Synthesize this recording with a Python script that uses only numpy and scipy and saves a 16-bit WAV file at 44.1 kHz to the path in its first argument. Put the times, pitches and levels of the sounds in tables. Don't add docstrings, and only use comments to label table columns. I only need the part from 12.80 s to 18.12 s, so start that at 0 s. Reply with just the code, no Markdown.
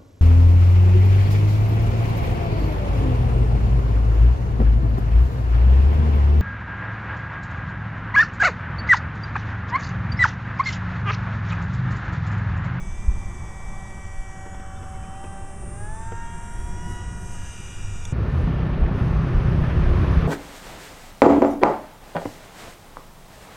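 import sys
import numpy as np
from scipy import signal
from scipy.fft import rfft, irfft, next_fast_len
from scipy.io import wavfile
from scipy.ndimage import uniform_filter1d, map_coordinates

SR = 44100
rng = np.random.default_rng(int(sys.argv[2]) if len(sys.argv) > 2 else 0)


def transcribe(signal):
    frames = np.atleast_2d(signal).T
    limited = np.clip(frames, -1, 1)
    pcm = np.round(limited * 32767).astype(np.int16)
    wavfile.write(sys.argv[1], SR, pcm)


N = 234832
T = np.arange(N) / SR
SWING_FROM_DB = -52

# (time [s], level [dB])
BUFFET_LEVEL = [(0, -33), (.08, -24), (.36, -24), (.46, -29), (.73, -39), (.89, -30.5), (1.2, -38.5),
                (1.39, -29.5), (1.7, -39.5), (2.05, -39.5), (2.95, -40), (3.1, -28), (3.33, -34.5),
                (3.5, -33), (4.09, -31), (4.2, -39.5), (4.55, -30.5), (4.76, -44), (4.99, -28), (5.32, -32)]
# (frequency [Hz], relative density [dB per Hz])
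BUFFET_SPECTRUM = [(7.1, -4), (12, 7.5), (70, -13), (91, -74.5), (150, -120)]


def from_db(db):
    return 10 ** (np.asarray(db) / 20)


def rms_one(x):
    return x / np.sqrt(np.mean(x ** 2) + 1e-20)


def in_time(rows):
    s, *columns = np.transpose(rows)
    return [np.interp(T, s, c) for c in columns]


def drift(rate_hz):
    pole = np.exp(-2 * np.pi * rate_hz * 40 / SR)
    steps = rng.standard_normal(N // 40 + 2002)
    slow = signal.lfilter([1], [1, -2 * pole, pole ** 2], steps)[2000:]
    return np.interp(np.arange(N) / 40, np.arange(len(slow)), rms_one(slow))


def coloured(spectrum):
    size = next_fast_len(N)
    hz, db = np.transpose(spectrum)
    grid_hz = np.maximum(np.arange(size // 2 + 1) * SR / size, 1)
    shape = from_db(np.interp(np.log(grid_hz), np.log(hz), db, left=-90, right=-90))
    return rms_one(irfft(rfft(rng.standard_normal(size)) * shape, size)[:N])


def bump(middle_s, width_s, db):
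    return db * np.exp(-((T - middle_s) / width_s) ** 2)


def fades_of(order, rows):
    return sum(bump(*row[1:]) for row in rows if row[0] == order)


def swing(db, share, group_db):
    return SWING_FROM_DB + db + share * (group_db - SWING_FROM_DB)


def tone(phase, db, shimmer_db, blur_rad):
    gain = np.sqrt(2) * from_db(db + shimmer_db * drift(6.12))
    return gain * np.sin(phase + blur_rad * drift(5.3) + rng.uniform(0, 2 * np.pi))


def strike(at_s, level_db, contact_s, modes, smooth=0):
    out, rustle = np.zeros(N), rng.standard_normal(N)
    for s, blow_db, length in zip(at_s, level_db, contact_s):
        part = slice(int(s * SR), int((s + .08) * SR))
        age = (T[part] - T[part][0]) / length
        push = (rustle[part] + smooth) * age * np.exp(-age) / np.sqrt(length * SR / 4)
        for hz, db, t60 in modes:
            r, w = from_db(-60 / (t60 * SR)), 2 * np.pi * hz / SR
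            ring = signal.lfilter([0, np.sin(w)], [1, -2 * r * np.cos(w), r * r], push)
            out[part] += from_db(blow_db + db) * ring
    return out


def shaft_turn():
    # (time [s], rate [Hz])
    speed = [(0.05, 190.1), (0.22, 196.6), (0.45, 195), (0.65, 191.2), (0.85, 192.6), (1.45, 192),
             (1.85, 191.2), (2.27, 190.6), (2.45, 195.6), (2.87, 193.8), (2.95, 197.7), (3.15, 219.9),
             (3.35, 231.2), (3.76, 235.3), (4.08, 241.7), (4.3, 241), (4.72, 237.8), (4.95, 238.9),
             (5.3, 236.7)]
    shaft_hz = uniform_filter1d(in_time(speed)[0], size=3000)
    return 2 * np.pi * np.cumsum(shaft_hz) / SR


def blade_tones(turn):
    # (time [s], low tones [dB], middle tones [dB], high tones [dB])
    groups = [(0.05, -64.5, -52, -75), (0.65, -60.5, -53, -76.5), (0.9, -55.5, -51, -62),
              (1.4, -53, -50, -64), (1.65, -48, -53, -63), (2.25, -45, -66, -79), (2.5, -43.5, -62, -62),
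              (2.9, -52, -63, -67.5), (3.15, -41.5, -71, -76.5), (3.4, -39.5, -58.5, -70),
              (3.8, -47, -62, -63), (4.1, -43.5, -54, -59), (4.4, -50, -61.5, -58),
              (4.75, -58.5, -52.5, -56.5), (5.3, -65, -56, -56)]
    # (multiple of shaft rate, level re SWING_FROM_DB [dB], share of the group's swing)
    low_tones = [(3, -7.5, 0.345), (4, 0.3, 1), (6, -4, 0.348), (8, -6.5, 0.24)]
    middle_tones = [(10, -2, 0.42), (12, -0.65, 1), (14, -18, -0.25), (16, -17.5, -0.45)]
    # (multiple of shaft rate, level re the high curve [dB])
    high_tones = [(20, -10), (22, -11), (28, -11.5), (30, -9), (32, -9.5), (34, -14), (36, -8.5), (42, -18)]
    # (multiple, middle [s], width [s], change [dB])
    fades = [(3, 0.6, 0.24, -3.5), (3, 2.93, 0.24, 7.5), (3, 3.423, 0.17, -3.5), (3, 4.92, 0.21, -16.5),
             (4, 5.5, 0.0975, -21), (6, 3.18, 0.095, -28), (6, 4.25, 0.26, 3), (8, 0.62, 0.34, -6),
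             (8, 2.224, 0.189, -10), (8, 2.88, 0.07, -12), (8, 3.07, 0.084, 10), (8, 2.8, 0.063, -24),
             (8, 3.45, 0.11, 3.5), (4, 4.63, 0.1204, 5), (12, 4.29, 0.17, 3), (14, 3.5, 0.058, 8),
             (8, 4.2, 0.15, 5), (10, 0.09, 0.38, -5.5), (4, 5.27, .08, 10), (10, 1.998, 0.14, -17),
             (10, 3.25, 0.162, -13), (10, 4.146, 0.118, -14), (12, 2.45, 0.11, -7),
             (12, 3.876, 0.0878, -25), (12, 4.4, 0.17, -3.5), (14, 0.5, 0.27, -14), (14, 3.2, 0.0985, -15),
             (14, 3.97, 0.23, 9), (14, 4.9, 0.12, 12), (16, 2.4, 0.206, 6.5), (16, 4.171, 0.121, 11.5),
             (16, 2.98, 0.1196, -10.5)]
    # (multiple, start [s], end [s], level at full swell [dB])
    passing = [(2, 2.5, 3.23, -54.5), (2, 5, 6.3, -57), (18, -17.5, 5.28, -59.5), (30, 2.5, 3.6, -74.5),
               (9, 3, 3.02, -60), (7, 3, 3.8, -52), (24, 3.5, 4.7, -54), (24, 5, 5.1, -56.5),
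               (28, 5, 5.5, -62), (24, 0.8, 1.8, -67.5), (7, 4.5, 4.81, -59.5), (48, 2.5, 3.01, -66)]

    low_db, middle_db, high_db = in_time(groups)
    out = np.zeros(N)
    for group_db, tones in ((low_db, low_tones), (middle_db, middle_tones)):
        for k, db, share in tones:
            level_db = swing(db, share, group_db) + fades_of(k, fades)
            out += tone(k * turn, level_db, shimmer_db=1.0, blur_rad=0.32)
    for k, db in high_tones:
        level_db = high_db + db + 1.66 * drift(0.69)
        out += tone(k * turn, level_db, shimmer_db=4.5, blur_rad=0.98)
    for k, start, end, db in passing:
        swell = np.sin(np.pi * np.clip((T - start) / (end - start), 0, 1))
        out += swell * tone(k * turn, db, shimmer_db=1.5, blur_rad=0.237)
    return out


def drive_whine(turn):
    # (time [s], level [dB])
    whine_level = [(0, -87), (.8, -76), (1.1, -76), (1.5, -69), (2.0, -75.5), (2.45, -55), (2.7, -57),
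                   (3.0, -48.5), (3.27, -55.5), (3.36, -75), (3.45, -66), (3.55, -59.5), (3.85, -60),
                   (3.97, -72), (4.12, -63), (4.27, -75), (4.5, -62.5), (4.65, -83.5), (5.3, -74)]
    # (level re SWING_FROM_DB [dB], share of swing, gain flying away [dB])
    lines = [(-12, 0.35, 2.5), (0.1, 0.98, 4), (-15, 0.415, -7.5)]
    # (shaft orders up, middle [s], width [s], change [dB])
    fades = [(0, 3.28, 0.214, 10.5), (0, 3.7, 0.1575, 8), (12, 1.1, 1.2, 3), (12, 1.85, 0.056, -11),
             (12, 3.09, 0.092, 1), (12, 3.39, .1, -14), (12, 4.4, .5, -10)]
    switch_hz, speed_m_per_s, sound_m_per_s = 7557, 14.8, 343
    nearest_m, nearest_s = 44, 3.7

    along_m = speed_m_per_s * (T - nearest_s)
    away = along_m / np.hypot(along_m, nearest_m)
    heard_hz = switch_hz * (1 - away * speed_m_per_s / sound_m_per_s)
    switch_phase = 2 * np.pi * np.cumsum(heard_hz) / SR
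    whine_db, = in_time(whine_level)
    out = np.zeros(N)
    for k, (db, share, away_db) in zip((0, 6, 12), lines):
        line_db = swing(db, share, whine_db) + away_db * away + fades_of(k, fades)
        out += tone(switch_phase + k * turn, line_db, shimmer_db=1.5, blur_rad=0.19)
    return out


def patchy(x, patch_db, patch_hz, patch_s):
    hz, s, z = signal.stft(x, SR, nperseg=1024)
    knots = rng.standard_normal((90, 40))
    places = np.meshgrid(hz / patch_hz, s / patch_s, indexing="ij")
    field = map_coordinates(knots, places, order=3, mode="wrap")
    return signal.istft(z * from_db(patch_db * field), SR, nperseg=1024)[1][:N]


def airflow():
    # (time [s], level of the wash [dB], level of the top treble [dB])
    flow = [(0, -55.5, -67.5), (.9, -56, -64.5), (1.7, -58, -66.5), (1.85, -58.5, -68), (2.0, -56.5, -65),
            (2.9, -59.5, -67.5), (3.3, -56, -64), (3.6, -55.5, -62.5), (3.88, -55, -58),
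            (3.96, -54.5, -64.5), (4.12, -52, -54), (4.27, -57, -67), (4.42, -52.5, -56),
            (4.55, -49, -57.5), (4.7, -47.5, -58), (4.9, -49, -58), (5.3, -51.5, -63)]
    # (frequency [Hz], relative density [dB per Hz])
    body = [(120, -54), (200, 0), (281, -8.5), (380, -12.5), (455, -10.5), (919, -4.5), (1180, -5),
            (1910, -13.5), (2200, -20), (2860, -78), (4840, -120)]
    edge = [(1700, -1.5), (2200, 2), (2700, 0.5), (3200, -0.5), (3800, 0), (4600, -5), (5200, -6.5)]
    hiss = [(4000, -18.5), (4600, -5.5), (5200, -7), (5700, 2.5), (6000, 0), (6400, 2), (7000, -4.5),
            (7600, -5), (9000, -8.5)]
    top = [(7000, -15), (8000, -5.5), (9000, 0.5), (10000, -7), (11000, -11), (12500, -17.5), (15500, -34)]

    wash_db, top_db = in_time(flow)
    body_db = -48.5 - 0.21 * T
    edge_db = -1 + np.interp(T - 0.11, T, wash_db)
    bands = ((body_db, body), (edge_db, edge), (wash_db, hiss), (top_db, top))
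    noise = sum(from_db(db) * coloured(shape) for db, shape in bands)
    return patchy(noise, patch_db=1.7, patch_hz=455.6, patch_s=0.463)


def over_grass(x):
    # (time [s], delay [ms], level [dB])
    echo = [(0, .69, -14.5), (.9, 0.67, -14.5), (1.2, .74, -15), (1.7, 0.8, -9.5), (2.0, 0.802, -16.5),
            (2.3, .85, -17), (3.0, .88, -22), (3.6, 0.828, -15), (4.2, 0.83, -10), (4.6, 0.88, -9),
            (5.3, 0.94, -7.5)]
    delay_ms, echo_db = in_time(echo)
    late = map_coordinates(x, [np.arange(N) - delay_ms * SR / 1000], order=3, mode="nearest")
    late = signal.lfilter(*signal.butter(1, 8900, fs=SR), late)
    return x - from_db(np.minimum(echo_db, 0)) * late


def dull_taps():
    # (time [s], relative level [dB], added level of the bright modes [dB], contact [s])
    taps = [(1.659, -34, -5, 0.0041), (1.741, -37.5, 1, 0.00433), (1.795, -37, 1, 0.004),
            (2.023, -33.5, -3.5, 0.0064), (2.438, -33, 0.5, 0.0044), (3.319, -25, -9.5, 0.0023)]
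    # (frequency [Hz], relative level [dB], t60 [s])
    low_modes = [(281.6, 3.5, 0.08), (359, 3.5, 0.065), (461, 1, 0.064), (608.5, 0.5, 0.03)]
    bright_modes = [(963, 10.5, 0.0118), (1470, 6.5, 0.012), (2116, 7, 0.0053), (2920, 6.5, 0.0029)]
    s, db, bright_db, contact_s = np.transpose(taps)
    dull = strike(s, db - 9.5, contact_s, low_modes, smooth=0.17)
    return dull + strike(s, db + bright_db - 8.5, contact_s, bright_modes)


def chirps():
    # (middle [s], top pitch [Hz], fall to the ends [Hz], length [s], peak level [dB])
    calls = [(2.153, 2219, 244.5, 0.033, -53), (2.242, 2470, 505, .04, -52),
             (2.362, 2500, 249.8, 0.042, -58), (2.457, 2605, 598, 0.045, -54.5),
             (3.202, 1148, 49.57, 0.0766, -48.5), (4.131, 1295, 30, 0.035, -51.5),
             (4.203, 1200, 29.94, 0.044, -51.5), (4.301, 1230, 30, 0.058, -54),
             (4.552, 1246, 29.89, .05, -52), (1.542, 3735, 150, .04, -69), (1.638, 3800, 146.8, 0.045, -73),
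             (1.976, 3600, 200.5, 0.0505, -54)]
    out = np.zeros(N)
    for middle, top_hz, fall_hz, length, db in calls:
        u = np.clip(2 * (T - middle) / length, -1, 1)
        phase = 2 * np.pi * np.cumsum(top_hz - fall_hz * u ** 2) / SR
        out += from_db(db) * np.sqrt(1 - u ** 2) * np.sin(phase)
    return out


def sharp_tick():
    # (time [s], relative level [dB])
    hits = [(5.2524, -21.5), (5.2539, -25)]
    # (frequency [Hz], relative level [dB], t60 [s])
    modes = [(2600, -20, 0.013), (3600, -11.5, 0.019), (5955, -21, 0.018), (6100, -7, 0.017),
             (6600, -3.5, 0.017), (7500, -23, 0.013), (9210, -12, .005)]
    tick = strike(*np.transpose(hits), (.0003, .0004), modes)
    return signal.sosfilt(signal.butter(4, 9500, fs=SR, output="sos"), tick)


def wind():
    # (time [s], level [dB])
    rumble_level = [(0, -35.5), (.3, -34), (1.1, -37), (1.5, -39.5), (2.0, -37.5), (2.5, -38), (3.0, -37.5),
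                    (3.4, -39), (3.9, -33), (4.3, -34.5), (4.7, -36), (5.0, -38), (5.32, -38)]
    # (frequency [Hz], relative density [dB per Hz])
    rumble_spectrum = [(26, -35), (45, 2), (97, -2), (123, -8.5), (188, -8.5), (273, -23.5), (375, -17),
                       (420, -25), (550, -33), (920, -120)]
    # (time [s], level [dB], swing [Hz], slowing [Hz per s], width [s], push 1 or pull -1)
    thumps = [(0.285, -6.5, 48, 500, 0.0096, 1), (.88, -20, 47, 500, 0.011, 1),
              (1.39, -19, 28, 300, 0.017, -1), (3.845, -21, 49.01, 400, 0.011, -1)]

    buffet_db, = in_time(BUFFET_LEVEL)
    rumble_db, = in_time(rumble_level)
    out = from_db(buffet_db) * coloured(BUFFET_SPECTRUM)
    out += from_db(rumble_db + 1.43 * drift(3.9)) * coloured(rumble_spectrum)
    for s, db, hz, slowing, width, way in thumps:
        u = T - s
        envelope = np.exp(-(u / width - .3) ** 2)
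        out += way * from_db(db) * envelope * np.cos(2 * np.pi * (hz * u - slowing * u ** 2 / 2))
    return out


def side_buffeting():
    return from_db(in_time(BUFFET_LEVEL)[0] - 30) * coloured(BUFFET_SPECTRUM)


def treble_band():
    # (frequency [Hz], relative density [dB per Hz])
    band = [(6500, -17.5), (7400, 2.5), (8000, 10.5), (8600, 0), (9500, -31)]
    return from_db(-58 + .5 * drift(1.2)) * coloured(band)


def drone():
    # (time [s], level [dB])
    drone_level = [(0, -45), (2.8, -47.5), (3.3, -36), (3.8, -47.5), (4.4, -45.5), (5.3, -38)]
    centre_hz, width_hz = 97.81, 7.5
    b, a = signal.iirpeak(centre_hz, centre_hz / width_hz, fs=SR)
    once = signal.lfilter(b, a, rng.standard_normal(N))
    return from_db(in_time(drone_level)[0]) * rms_one(signal.lfilter(b, a, once))


def scene():
    turn = shaft_turn()
    plane = blade_tones(turn) + drive_whine(turn) + airflow()
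    mono = over_grass(plane) + dull_taps() + chirps() + wind() + treble_band() + drone()
    sides = np.array([[1], [-1]])
    return mono + sharp_tick() * from_db(.15 * sides) + side_buffeting() * sides


def record(dry):
    notch_hz, notch_width_hz, notch_left = 4232, 2150, 0.024
    b, a = signal.iirnotch(notch_hz, notch_hz / notch_width_hz, fs=SR)
    x = notch_left * dry + (1 - notch_left) * signal.lfilter(b, a, dry)
    white = from_db(-75) * rng.standard_normal((2, N))
    x = x + signal.sosfilt(signal.butter(4, 11000, "high", fs=SR, output="sos"), white)
    top_cut = signal.ellip(12, .1, 85, 15200, fs=SR, output="sos")
    return signal.sosfilt(top_cut, x) + .01


dry = scene()
out = record(dry)
transcribe(out)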